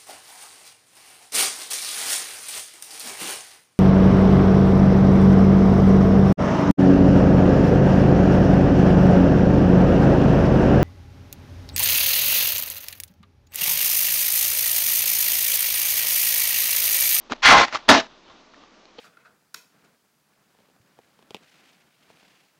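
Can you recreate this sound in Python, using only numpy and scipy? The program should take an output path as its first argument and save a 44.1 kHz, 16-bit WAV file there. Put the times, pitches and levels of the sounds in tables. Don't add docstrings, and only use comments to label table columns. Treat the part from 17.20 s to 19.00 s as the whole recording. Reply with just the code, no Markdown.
import sys
import numpy as np
from scipy import signal
from scipy.fft import rfft, irfft, next_fast_len
from scipy.io import wavfile
from scipy.ndimage import uniform_filter1d, map_coordinates

SR = 44100
rng = np.random.default_rng(int(sys.argv[2]) if len(sys.argv) > 2 else 0)


def attenuation_scalar(level_db):
    decades = np.asarray(level_db, float) / 20
    return 10 ** decades


def unload_audio(sound):
    columns = np.transpose(np.atleast_2d(sound))
    steps = np.round(np.clip(columns, -1, 1) * 32767)
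    wavfile.write(sys.argv[1], SR, steps.astype(np.int16))


N = 79380
TIME = np.arange(N) / SR

# start_s, effort_db, slip_pitch_hz, ring_share_db
SKID_PATH = [(.222, -34.5, 1900, -6), (0.233, -22, 1940, -1), (0.26, -8, 1666, -5), (0.299, -7, 1170, 1),
             (0.353, -9, 835, 0.5), (0.402, -12, 1010, -6), (0.451, -20.5, 1100, -9.5),
             (.461, -37.5, 1197, -13)]
# pitch_hz, width_hz, level_db (over the body)
SLIDING_WIRES = [(814, 12, -4), (1050, 14, 2.5), (1405, 24, -9.5), (1604, 17, -2), (2045, 32, -9),
                 (3330, 100, -3), (4350, 58, -9.5)]
# pitch_hz, width_hz, level_db (over the body)
STRUCK_WIRES = [(265, 54, -1), (657, 53, -0.5), (957, 11, -8.5), (1722, 65, 1.5), (2080, 7, -17),
                (2878, 44, -0.5), (3814, 34, -3.5), (5140, 54, -7)]
# freq_hz, level_db (per Hz)
SLIDING_BODY = [(35, -21), (180, -21.5), (270, -13), (400, -17.5), (650, -7.5), (2000, -8), (5000, -18),
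                (16000, -27)]
# freq_hz, level_db (per Hz)
FABRIC = [(300, 0.5), (1200, 7), (2000, -5), (3600, 3), (5000, -8), (7000, -23)]


def unit(x):
    return x / np.sqrt(np.mean(x ** 2) + 1e-20)


def along(points, hz):
    freq_hz, value = np.transpose(points)
    return np.interp(np.log(hz + 1), np.log(freq_hz + 1), value)


def effort(rows):
    s, db = np.transpose(rows)[:2]
    times_s = np.r_[s[0] - 0.004, s, s[-1] + 0.02]
    return attenuation_scalar(np.interp(TIME, times_s, np.r_[-120, db, -120]))


def filtered(x, response):
    size = next_fast_len(N + SR // 2)
    freq_hz = np.fft.rfftfreq(size, 1 / SR)
    return irfft(rfft(x, size) * response(freq_hz), size)[:N]


def resonances(rows):
    def response(f):
        total = 0
        for k, (hz, width_hz, db) in enumerate(rows):
            loss = 1j * f * width_hz
            total = total + (-1) ** k * attenuation_scalar(db) * loss / (hz * hz - f * f + loss)
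        return total
    return response


def coloured(x, curve):
    return filtered(x, lambda f: attenuation_scalar(along(curve, f)))


def contacts(spread_db, hiss):
    contacts_per_s = 6000
    hit = rng.random(N) < contacts_per_s / SR
    size = attenuation_scalar(spread_db * rng.exponential(size=N))
    clicks = unit(hit * size * rng.standard_normal(N))
    return unit(clicks + hiss * rng.standard_normal(N))


def rattle(drive, body, wires, ring_db):
    push = contacts(spread_db=1.9, hiss=0.83)
    ring = resonances(wires)
    sound = filtered(push, lambda f: attenuation_scalar(along(body, f)) * (1 + attenuation_scalar(ring_db) * ring(f)))
    return drive * unit(sound)


def blows(rows, crack, attack_s):
    out = np.zeros(N + SR)
    t = np.arange(SR // 8) / SR
    for s, db, hz, t60_s in rows:
        noise = rng.standard_normal(len(t))
        dull = unit(uniform_filter1d(noise, size=9) - uniform_filter1d(noise, size=50))
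        burst = dull * attenuation_scalar(-60 * t / (0.61 * t60_s))
        ring = np.sin(2 * np.pi * hz * t) * attenuation_scalar(-60 * t / t60_s) * (1 - np.exp(-t / attack_s))
        out[round(s * SR):][:len(t)] += attenuation_scalar(db) * (ring + crack * burst)
    return out[:N]


def room():
    # freq_hz, level_db (per Hz)
    still_air = [(25, -21), (150, -14.5), (215, -1.5), (320, -5.5), (1200, -9.5), (1500, -12.5),
                 (4000, -16.5), (16000, -23)]
    # pitch_hz, width_hz, level_db (rms)
    fan = [(1167, 7, -69), (314, 25, -68), (630, 30, -72), (4402, 5, -79), (3773, 5, -82), (2336, 6, -82)]
    level_db, sway_db, sways_per_s = -54, 0.8, 25
    sway = map_coordinates(rng.standard_normal(60), [TIME * sways_per_s])
    out = unit(coloured(rng.standard_normal(N), still_air)) * attenuation_scalar(level_db + sway_db * sway)
    for hz, width_hz, db in fan:
        tone = filtered(rng.standard_normal(N), resonances([(hz, width_hz, 0)]))
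        out += attenuation_scalar(db) * unit(tone)
    return out


def cloth():
    # centre_s, half_length_s, level_db
    rustles = [(.03, 0.05, -58), (0.186, 0.081, -55), (0.653, 0.12, -51), (0.92, 0.071, -54.5),
               (1.098, 0.058, -52.5), (1.19, 0.033, -58), (1.408, 0.083, -58), (1.68, 0.025, -61.5)]
    swell = sum(attenuation_scalar(db) * np.exp(-((TIME - s) / half_s) ** 2) for s, half_s, db in rustles)
    return swell * unit(coloured(contacts(spread_db=0.0, hiss=0.57), FABRIC))


def paw():
    # time_s, effort_db
    scuffle = [(.097, -54), (.1, -41.5), (.112, -34), (.123, -29.5), (.135, -28.5), (.142, -52.5),
               (.165, -45.5)]
    # freq_hz, level_db (per Hz)
    tray = [(35, -34), (170, -17.5), (260, -7), (560, -3.5), (1000, -4.5), (2000, -10), (4500, -16),
            (16000, -33.5)]
    return rattle(effort(scuffle), tray, STRUCK_WIRES, ring_db=4)


def knocks():
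    # start_s, peak_db, pitch_hz, t60_s
    hard_contacts = [(.0986, -32, 910, 0.019), (.1217, -4.5, 1410, 0.0046), (.2298, -20, 2030, 0.0068),
                     (.2575, 0, 1685, .012), (.5266, -17, 1370, 0.0072), (.5505, -14.5, 1110, 0.013),
                     (.5565, -10, 1170, 0.014), (.6895, 7, 3490, 0.0067), (.7495, -3, 990, .012),
                     (1.1025, -44, 1080, 0.031), (1.3375, -41.5, 1340, 0.019), (1.344, -40, 1780, 0.018),
                     (1.4372, -38.5, 1200, 0.0162), (1.655, -35.5, 4100, 0.0059), (1.785, -35, 4350, 0.011),
                     (1.789, -32, 3130, 0.018)]
    return blows(hard_contacts, crack=0.42, attack_s=0.00022)


def thuds():
    start_s = [.113, .117, .268, .278, .29, .316, .331, .349, .365, .691, .692, .71, .742, .765, 1.105,
               1.371, 1.784, 1.785, 1.787]
    # peak_db, pitch_hz, t60_s
    frame_rings = [(-21, 250, .07), (-23, 560, .04), (-11, 2070, .1), (-8, 1040, .05), (-15, 269, .15),
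                   (-8, 835, .09), (-8, 848, .09), (-6, 840, .09), (-8, 848, .07), (2, 645, .09),
                   (-5, 269, .11), (-10, 269, .06), (-11, 690, .1), (-16, 660, .15), (-50, 231, .08),
                   (-47, 280, .08), (-31, 480, .07), (-39, 260, .06), (-35, 850, .04)]
    return blows(np.c_[start_s, frame_rings], crack=0.037, attack_s=0.0026)


def slips():
    s, db, hz, share_db = np.transpose(SKID_PATH)
    grains = 110
    draw = rng.random((grains, 2))
    t = np.arange(900) / SR
    when_s = s[0] + (s[-1] - s[0]) * (np.arange(grains) + draw[:, 0]) / grains
    pitch_hz = np.interp(when_s, s, hz) * np.exp(0.14 * rng.standard_normal(grains))
    size = attenuation_scalar(np.interp(when_s, s, db + share_db) - 13 * draw[:, 1])
    tone = np.sin(2 * np.pi * pitch_hz[:, None] * t)
    decay = np.exp(-t * pitch_hz[:, None] / 4.5)
    attack = 1 - np.exp(-t / 0.00027)
    ring = size[:, None] * tone * decay * attack
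    at = (when_s * SR).astype(int)[:, None] + np.arange(len(t))
    return np.bincount(at.ravel(), ring.ravel(), N)[:N]


def skid():
    heft_hz, heft_db_per_octave = 1100, 15
    dulling = 0.4
    lumps_per_s, lumps_db = 110, 1.4
    s, _, hz, _ = np.transpose(SKID_PATH)
    body = rattle(np.ones(N), SLIDING_BODY, SLIDING_WIRES, ring_db=12)
    lows = filtered(body, lambda f: 1 / (1 + (f / heft_hz) ** 4))
    heft = attenuation_scalar(-heft_db_per_octave * np.log2(np.interp(TIME, s, hz) / heft_hz))
    lumps = attenuation_scalar(lumps_db * map_coordinates(rng.standard_normal(400), [TIME * lumps_per_s]))
    weighted = heft * lows + (body - lows) / heft ** dulling
    return effort(SKID_PATH) * lumps * weighted + slips()


def shudder():
    # time_s, effort_db
    shaking = [(.462, -36), (.484, -33.5), (.505, -45), (.524, -37.5), (.528, -29.5), (.556, -25),
               (.574, -32), (.579, -41.5), (.62, -53.5)]
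    return rattle(effort(shaking), SLIDING_BODY, SLIDING_WIRES, ring_db=6.5)


def bang():
    # time_s, effort_db
    jangle = [
        (.681, -38),
        (.686, -18),
        (.689, -26.5),
        (.6905, 0),
        (.705, -4.5),
        (.73, -10.5),
        (.79, -19.5),
        (.804, -21),
        (.82, -37),
        (.87, -46.5),
    ]
    # freq_hz, level_db (per Hz)
    struck_body = [(35, -29.5), (170, -16), (280, -11.5), (480, -10.5), (800, -5), (3200, -12.5),
                   (6000, -17.5), (16000, -33.5)]
    return rattle(effort(jangle), struck_body, STRUCK_WIRES, ring_db=8.5)


def shift():
    # time_s, effort_db
    movement = [(1.772, -58), (1.783, -53), (1.788, -46), (1.8, -50)]
    return rattle(effort(movement), FABRIC, STRUCK_WIRES, ring_db=2.5)


def walls(x):
    t60_s, level_db, gap_s = 0.22, -30, 0.004
    t = np.arange(SR // 3) / SR
    tail = rng.standard_normal(len(t)) * attenuation_scalar(-60 * t / t60_s) * (t > gap_s)
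    return attenuation_scalar(level_db) * signal.fftconvolve(x, tail / np.linalg.norm(tail))[:N]


def scene():
    crate = paw() + knocks() + thuds() + skid() + shudder() + bang() + shift()
    return (room() + cloth() + crate + walls(crate))[None]


def roll_off(x):
    return signal.sosfilt(signal.butter(12, 16800, fs=SR, output="sos"), x)


def record(dry):
    mic_hz, mic_order = 6600, 9.15
    clip_top, clip_hardness = 0.715, 12
    lopsided, edge_hz = 0.067, 8300
    x = filtered(dry[0], lambda f: 1 / np.sqrt(1 + (f / mic_hz) ** (2 * mic_order)))
    x = x / (1 + np.abs(x / clip_top) ** clip_hardness) ** (1 / clip_hardness)
    x = x + lopsided * x ** 2
    mix = filtered(x, lambda f: (f > 20) * (f < 15800) / np.sqrt(1 + (f / edge_hz) ** 4))[None]
    return roll_off(mix)


dry = scene()
out = record(dry)
unload_audio(out)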